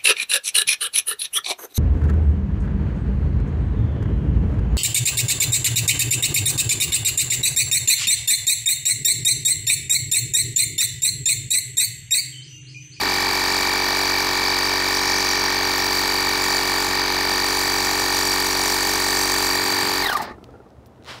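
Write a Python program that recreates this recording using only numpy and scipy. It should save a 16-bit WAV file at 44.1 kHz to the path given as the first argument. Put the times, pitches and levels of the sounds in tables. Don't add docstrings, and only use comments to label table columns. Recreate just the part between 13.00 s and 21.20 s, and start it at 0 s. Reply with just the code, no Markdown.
import sys
import numpy as np
from scipy import signal
from scipy.fft import rfft, irfft
from scipy.io import wavfile
from scipy.ndimage import uniform_filter1d

SR = 44100
rng = np.random.default_rng(int(sys.argv[2]) if len(sys.argv) > 2 else 0)


def wrap_up_sound(samples):
    columns = np.atleast_2d(samples).T
    tamed = np.clip(columns, -1, 1)
    steps = np.round(tamed * 32767).astype(np.int16)
    wavfile.write(sys.argv[1], SR, steps)


def attenuation_scalar(level_db):
    decades = np.asarray(level_db, float) / 20
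    return 10 ** decades


N = 361608


def evened(x):
    return x / np.sqrt(np.mean(x ** 2) + 1e-20)


def curves(rows, off=-120.):
    s, *columns = np.transpose(rows)
    return [np.interp(np.arange(N) / SR, s, c, left=off, right=off) for c in columns]


def coloured(x, points):
    f, db = np.transpose(points)
    hz = np.fft.rfftfreq(N, 1 / SR)
    gain = attenuation_scalar(np.interp(np.log(hz + 1), np.log(f + 1), db))
    return evened(irfft(rfft(x) * gain, N))


def band(x, lo_hz, hi_hz):
    sos = signal.butter(4, [lo_hz, min(hi_hz, 20000)], "band", fs=SR, output="sos")
    return evened(signal.sosfilt(sos, x))


def ring(x, hz, width):
    r = np.exp(-np.pi * width / SR)
    w = 2 * np.pi * hz / SR
    return signal.lfilter([np.sin(w)], [1, -2 * r * np.cos(w), r * r], x)


def drift(rate_hz):
    size = int(SR / rate_hz)
    return evened(uniform_filter1d(uniform_filter1d(rng.standard_normal(N), size), size))


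def stroke(turns, start, rise, fall):
    u = (turns - start) % 1
    return (1 - np.exp(-(u / rise) ** 2)) * np.exp(-u / fall)


def hits(turns, angle):
    return 1. * (np.diff(np.floor(turns - angle), prepend=-1) > 0)


def flaws(turns, size):
    return np.interp(turns % 1 * size, np.arange(size + 1), rng.standard_normal(size + 1))


OFF_S, COAST_S, FRICTION = 7.022, .41, .74
FULL_S = 7.3


def layer(rule, speed, dies=.05):
    slack_db, full_db, off_db, power = rule
    t = np.arange(N) / SR
    step = np.clip((t - OFF_S) / .03, 0, 1)
    level = attenuation_scalar(slack_db + full_db * np.minimum(t / FULL_S, 1) + off_db * step)
    return level * speed ** power * np.minimum(speed / dies, 1) ** 3.5


# (frequency [Hz], density [dB per Hz])
YARD_SPECTRUM = [(18, -53), (30, -29.5), (69, -3), (95, -8), (108, -10), (127, -1.5), (148, -14.5),
                 (214, -10), (361, -12.5), (793, -18.5), (2320, -37), (12400, -53), (15700, -57)]
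YARD_DB = -47


def yard():
    return attenuation_scalar(YARD_DB + 0.66 * drift(5.4)) * coloured(rng.standard_normal(N), YARD_SPECTRUM)


# (frequency [Hz], width [Hz], gain [dB])
CASE_MODES = [(371, 90, 8), (820, 90, 0), (1190, 100, 7), (1910, 67, 2.5), (4180, 330, -8.5)]
TONE, OCTAVE = (-29.5, -6, 3.5, 0.5), (-26.5, 0.2, 1.5, 4)
LOADED_FROM, EASING = (0.12, .1), (1, 0)
TEETH_PART = 0.37
GEAR_TEETH, PINION_TEETH = 49, 11


def gears(turns, mesh_hz, speed):
    coasting = .45 * (np.arange(N) > 7.03 * SR)
    slack = 0.059 + .5 * coasting
    wobble = 0.062 * np.sin(2 * np.pi * (turns - .3))
    jitter = (0.013 + 0.22 * coasting) * drift(170)
    angle = 2 * np.pi * (GEAR_TEETH * turns + wobble + jitter)
    out = 0
    for k, (rule, start, ease) in enumerate(zip((TONE, OCTAVE), LOADED_FROM, EASING), start=1):
        u = (turns - start) % 1
        push = np.clip(u / 0.13, 0, 1) * np.clip((.58 - u) / 0.22, 0, 1)
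        load = slack + push * (1 - .5 * u) * np.exp(-ease * u)
        boost_db = sum(d / (1 + (2 * (k * mesh_hz - f) / w) ** 2) for f, w, d in CASE_MODES)
        flutter = drift(160)
        wander_db = (1.1 + 3 * coasting) * flutter + .55 * evened(uniform_filter1d(flutter, size=5000))
        level = layer(rule, speed, TEETH_PART ** k) * attenuation_scalar(boost_db + wander_db)
        out = out + level * evened(load ** (1 + 0.071 * k)) * np.sqrt(2) * np.sin(k * angle)
    return out


# (angle [turns], mode frequency [Hz], width [Hz], level [dB], unevenness [dB])
VALVE_BLOWS = [(.74, 800, 42, -5, 3.5), (.74, 890, 45, -3, 5.5), (.74, 988, 54, -4, 4.5),
               (0.221, 980, 95, -11, 4), (.57, 1155, 58, -3.5, 3.5), (0.65, 513, 94, -20.5, -2),
               (0.5914, 702, 123, -6.5, 3), (0.57, 1465, 110, -9, 9.5), (.61, 1835, 73, 1.5, 6),
               (0.5, 2800, 530, -12, 20), (.62, 3890, 150, -5.5, 6.5), (0.5, 4180, 96, -4, -0.5),
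               (0.25, 4080, 270, -5, 3), (0.12, 3200, 1200, -6, 9.5), (.77, 1835, 130, -3, 9)]


def valve_knocks(turns, rotor):
    knocks = np.zeros(N)
    for angle, hz, width, db, uneven_db in VALVE_BLOWS:
        chance = np.clip(rng.standard_normal(N), -1.8, 1.8)
        cycle = np.sin(2 * np.pi * (rotor + rng.random()))
        size = attenuation_scalar(min(uneven_db, 2.3) * (cycle + .5 * chance))
        play = .0013 * drift(60)
        struck = ring(hits(turns + play, angle) * size, hz, width)
        knocks += attenuation_scalar(db) * evened(ring(struck, hz, 2.7 * width))
    return evened(knocks)


# (frequency [Hz], width [Hz], level [dB])
CHAMBER_MODES = [(295.4, 15, 2), (401.4, 9.8, 2.5)]


def chamber_thump(turns):
    (hz, width, db), (hz2, width2, db2) = CHAMBER_MODES
    push = hits(turns, 0.905)
    lower = attenuation_scalar(db) * evened(ring(push, hz, width))
    upper = attenuation_scalar(db2) * evened(ring(push, hz2, width2))
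    return band(lower - upper, 256, 472.5)


# (frequency [Hz], density [dB per Hz])
RATTLE_SPECTRUM = [(59, -44.5), (100, -36.5), (227, -8), (271, -14.5), (384, -8.5), (490, -14), (799, 0),
                   (1300, -3.5), (1820, -2), (2050, -2.5), (2320, -6), (3070, -8), (4580, 0), (4920, -2),
                   (6500, -20), (8450, -49.5), (14300, -120)]


def tooth_rattle(turns, rotor, speed):
    gate = evened(0.24 + stroke(turns, 0.47, 0.16, 0.25))
    teeth = .6 * flaws(turns, size=130) + .45 * flaws(rotor, size=30) + 1.25 * rng.standard_normal(N)
    rattle = coloured(teeth * gate, RATTLE_SPECTRUM)
    dull = signal.lfilter(*signal.butter(2, 2200, fs=SR), rattle)
    return dull + speed ** 0.64 * (rattle - dull)


# (multiple of the turn rate, level [dB])
CRANK_ORDERS = [(1, 1.5), (2, 0.5), (3, -10), (4, -5.5), (5, -22)]
# (multiple of the rotor rate, level [dB])
ROTOR_ORDERS = [(1, -56), (3, -56.5), (4, -71), (8, -57), (9, -44.5)]
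TABLE = (-43.5, 2, -1, 0.5)
PRESS_S, PRESS_IN_S, LET_GO_S, LET_GO_OUT_S, PRESS_DB = 6.5, .2, 6.88, 0.11, -12


def table_shake(turns, rotor, speed):
    t = np.arange(N) / SR
    release = 1 - (t - LET_GO_S) / LET_GO_OUT_S
    press = np.clip(np.minimum((t - PRESS_S) / PRESS_IN_S, release), 0, 1)
    sway = attenuation_scalar(4 + PRESS_DB * press) * layer(TABLE, speed) * np.sin(2 * np.pi * turns)
    shake = sum(attenuation_scalar(db) * np.sin(2 * np.pi * k * (turns - .25)) for k, db in CRANK_ORDERS[1:])
    motor = sum(attenuation_scalar(db) * np.sqrt(2) * np.sin(2 * np.pi * k * rotor) for k, db in ROTOR_ORDERS)
    return sway + speed ** 2.1 * (attenuation_scalar(-40.0) * shake + motor)


KNOCK, THUMP = (-27, -0.55, 1, 0.3), (-32.5, 2, -1, 5)
BLOWS_DIE = 0.15


def housing(turns, speed):
    rotor = turns * GEAR_TEETH / PINION_TEETH
    blows = speed ** 1.1 * valve_knocks(turns, rotor) + attenuation_scalar(1.5) * tooth_rattle(turns, rotor, speed)
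    thump = layer(THUMP, speed) * chamber_thump(turns)
    return layer(KNOCK, speed, BLOWS_DIE) * blows + thump + table_shake(turns, rotor, speed)


# (frequency [Hz], density [dB per Hz])
HISS_SPECTRUM = [(2880, -35), (4900, 9), (5450, -1), (5950, 1.5), (6810, -4.5), (7260, -14), (7540, -4),
                 (8640, -10), (10200, -13), (14000, -11), (15600, -12)]
# (frequency [Hz], width [Hz], level [dB])
NOZZLE_MODES = [(5700, 34, 9.5), (6090, 19, 4.5), (7100, 93, 2.5), (7500, 48, -1), (8470, 67, -2.5),
                (8840, 83, -6), (9300, 88, -10.5), (11500, 92, -4)]
# (time [s], resonance of the gap [Hz], leak [dB], nozzle turned to the listener [dB])
VALVE_GRIP = [(0.0, 5370, 0, 0.5), (1.27, 5200, -0.5, -1), (1.9, 5300, 3, -1), (2.25, 5570, 5, -1),
              (2.68, 5610, -0.5, -2.5), (3.01, 5360, 0.5, 1.5), (3.26, 5800, -0.5, -0.5),
              (3.44, 5560, 2, 0), (3.85, 5450, -1.5, 0), (4.04, 5200, -1, -4), (4.24, 5300, -1.5, -2),
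              (4.5, 5690, -1.5, 0.5), (4.87, 5700, 1, 0), (5.9, 5660, 1, 1.5), (6.2, 5900, 1.5, 2),
              (6.6, 5700, -2.5, 0), (7.05, 5410, -4, -2.5)]
LEAK_HISS, JET_HISS, TOP_HISS = (-33, 1, -0.5, 0.7), (-38, 6, -1.5, 0.2), (-37.5, 3.5, 3, 0.5)
AIR_DIES = 0.35
JET_FACING, TOP_FACING = 1.37, 0.89
HOSE_HZ, HOSE_ECHO = 467.5, 0.54


def nozzle(turns, speed):
    gap_hz, leak_db, facing_db = curves(VALVE_GRIP + [(N / SR, *VALVE_GRIP[-1][1:])])
    white, n = rng.standard_normal(N), np.arange(N)
    lag = SR / HOSE_HZ * (1 + 0.013 * drift(1.3))
    echoes = sum(HOSE_ECHO ** k * np.interp(n - k * lag, n, white) for k in range(5))
    air = coloured(echoes, HISS_SPECTRUM)
    white = rng.standard_normal(N)
    whistles = np.zeros(N)
    for hz, width, db in NOZZLE_MODES:
        swell_db = 6.6 * np.tanh(0.94 * drift(11) + 0.78 * drift(1.9))
        whistles += attenuation_scalar(db + swell_db) * evened(ring(white, hz, width))
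    air += attenuation_scalar(-7.5) * evened(whistles)
    turn = np.exp(2j * np.pi * np.cumsum(gap_hz) / SR)
    smooth = signal.lfilter([1], [1, -np.exp(-np.pi * 250 / SR)], white / turn)
    leak = evened((turn * smooth).real)
    low = evened(band(air, 4840, 6980) + attenuation_scalar(-6.0 + 2.2 * drift(22)) * band(leak, 4830, 6600))
    puff = evened(0.26 * speed ** 2.5 + stroke(turns, 0.42, 0.13, 0.27)) * attenuation_scalar(0.75 * drift(90))
    low = layer(LEAK_HISS, speed, AIR_DIES) * attenuation_scalar(leak_db) * low
    jet = layer(JET_HISS, speed, AIR_DIES) * attenuation_scalar(JET_FACING * facing_db) * band(air, 6740, 9570)
    top = layer(TOP_HISS, speed, AIR_DIES) * attenuation_scalar(TOP_FACING * facing_db) * band(air, 9960, 17000)
    return puff * (low + jet + top)


# (time [s], peak level [dB], length [s])
HAND_SHIFTS = [
    (.04, -33, .08),
    (.27, -32, .1),
    (3.72, -41, .3),
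    (4.04, -42, .08),
    (5.54, -42.5, .4),
    (6.75, -33.5, .12),
    (6.858, -31.5, .08),
]


def hands():
    t = np.arange(N) / SR
    rumble = attenuation_scalar(-48) + sum(attenuation_scalar(db) * np.exp(-((t - s) / length) ** 2) for s, db, length in HAND_SHIFTS)
    return attenuation_scalar(-12.0) * rumble * (t < 7.35) * band(rng.standard_normal(N), 104, 304)


# (time [s], level [dB])
TOOTH_GRIND = [
    (7.175, -25.5),
    (7.181, -30),
    (7.213, -23),
    (7.219, -33),
    (7.319, -34.5),
    (7.36, -56),
]
# (frequency [Hz], width [Hz], level [dB])
GRIND_MODES = [(371, 59, -9.5), (868, 37, 1), (1170, 110, 3), (1806, 87, -1.5), (3900, 300, -17)]
# (time [s], peak level [dB], pitch [Hz])
LOOSE_KNOCKS = [
    (7.099, -12.5, 860),
    (7.128, -11.5, 1200),
    (7.171, -15, 1840),
    (7.223, -18, 1020),
    (7.31, -22.5, 368),
]


def run_down():
    drag = rng.standard_normal(N) * attenuation_scalar(2.5 * drift(150))
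    scrape = evened(sum(attenuation_scalar(db) * evened(ring(drag, f, w)) for f, w, db in GRIND_MODES))
    out = attenuation_scalar(curves(TOOTH_GRIND)[0] - 3.5) * scrape
    for s, db, hz in LOOSE_KNOCKS:
        click = 1. * (np.arange(N) == round(s * SR))
        bright = min(hz / 2400, .5) ** 1.5 * ring(click, 3600, 1500)
        out += attenuation_scalar(db - 1.5) * (ring(click, hz, 95) + bright)
    return out


# (time [s], peak level [dB], pitch [Hz])
CASE_ROCKS = [
    (7.382, -33, 317),
    (7.428, -36, 374),
    (7.488, -34, 450),
    (7.539, -33, 437),
    (7.554, -35, 480),
    (7.601, -33, 423),
    (7.662, -36, 447),
]


def rocking():
    out, t = np.zeros(N + 2000), np.arange(2000) / SR
    for s, db, hz in CASE_ROCKS:
        thud = np.sin(2 * np.pi * hz * t)
        thud += 0.33 * np.sin(2 * np.pi * rng.uniform(1150, 1400) * t)
        thud += 0.33 * np.sin(2 * np.pi * 800 * t)
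        envelope = np.exp(-t / 0.0071) * (1 - np.exp(-t / 0.00062))
        out[round(s * SR):][:2000] += attenuation_scalar(db - 2) * thud * envelope
    return out[:N]


# (time [s], peak level [dB], pitch [Hz], bright edge [dB])
PLASTIC_TICKS = [(7.442, -31.5, 4200, -24), (7.5073, -47, 3070, -29), (7.5418, -52, 2500, -25.5),
                 (7.6894, -54, 5070, -23), (7.7044, -47, 4920, -21), (7.7674, -52, 2510, -24),
                 (7.86, -38, 4620, -15), (7.9603, -46, 2860, -31), (8.0253, -40, 3010, -24.5),
                 (8.0374, -43, 3980, -23), (8.0465, -33, 3780, -24), (8.0544, -37, 3810, -25),
                 (8.0625, -32, 3940, -28), (8.1614, -38, 3800, -33), (8.1734, -39, 3970, -28),
                 (8.1824, -42, 3730, -28), (8.1894, -34, 4080, -27)]


def ticking():
    out, t = np.zeros(N + 2000), np.arange(2000) / SR
    for s, db, hz, bright_db in PLASTIC_TICKS:
        snap = (t == 0) + 0.21 * rng.standard_normal(2000) * np.exp(-t / 0.0014)
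        body = ring(snap, hz, 2600)
        edge = attenuation_scalar(bright_db) * np.diff(snap, prepend=0)
        out[round(s * SR):][:2000] += attenuation_scalar(db) * (body / abs(body).max() + edge)
    return out[:N]


FIZZ = (7.861, -61, .015)  # (time [s], level [dB], length [s])


def air_spit():
    out, t = np.zeros(N), np.arange(2000) / SR
    s, db, length = FIZZ
    spit = np.diff(rng.standard_normal(2001)) * np.exp(-(t / length) ** 4)
    out[round(s * SR):][:2000] += attenuation_scalar(db) * spit
    return out


# (time [s], level [dB])
CRUMPLE_LEVEL = [
    (8.05, -55),
    (8.082, -37),
    (8.106, -35),
    (8.188, -43.5),
    (8.2, -53),
]
# (frequency [Hz], density [dB per Hz])
CRUMPLE_SPECTRUM = [(240, -45), (400, -10), (1100, -4.5), (2070, -8), (2230, -9), (2530, -11.5), (3080, -8),
                    (5280, -13.5), (6250, -20), (6960, -22), (15700, -39)]


def crumpling():
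    grains = rng.standard_normal(N)
    grains *= attenuation_scalar(4 * np.minimum(rng.exponential(1, N), 2))
    grains *= rng.random(N) < 2500 / SR
    return attenuation_scalar(curves(CRUMPLE_LEVEL)[0]) * coloured(grains + 1.3 * rng.standard_normal(N), CRUMPLE_SPECTRUM)


# (time [s], tooth rate [Hz])
MESH_SPEED = [(0.0, 2302.6), (1.6, 2301.7), (2.15, 2303), (3.75, 2296.2), (4.3, 2299.2), (5.2, 2298.9),
              (5.95, 2293.2), (6.3, 2304.5), (6.65, 2299.1), (7.02, 2299.8)]


def scene():
    t = np.arange(N) / SR
    coast = (1 + FRICTION) * np.exp(-np.maximum(t - OFF_S, 0) / COAST_S) - FRICTION
    mesh_hz = np.interp(t, *np.transpose(MESH_SPEED)) * np.maximum(coast, 0)
    turns = .009 + np.cumsum(mesh_hz) / GEAR_TEETH / SR
    speed = mesh_hz / mesh_hz[0]
    background = yard()
    pump = gears(turns, mesh_hz, speed) + housing(turns, speed) + hands() + nozzle(turns, speed)
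    ending = run_down() + rocking() + ticking() + air_spit() + crumpling()
    return (background + pump + ending)[None]


def top_cut(x):
    return signal.sosfilt(signal.butter(12, 16760, fs=SR, output="sos"), x)


def record(dry):
    cut = signal.sosfilt(signal.butter(4, 36, "high", fs=SR, output="sos"), dry)
    low_pass = signal.firwin(1001, 15730, window=("kaiser", 7), fs=SR)
    limited = signal.oaconvolve(cut, low_pass[None], "same")
    return top_cut(limited)


dry = scene()
out = record(dry)
wrap_up_sound(out)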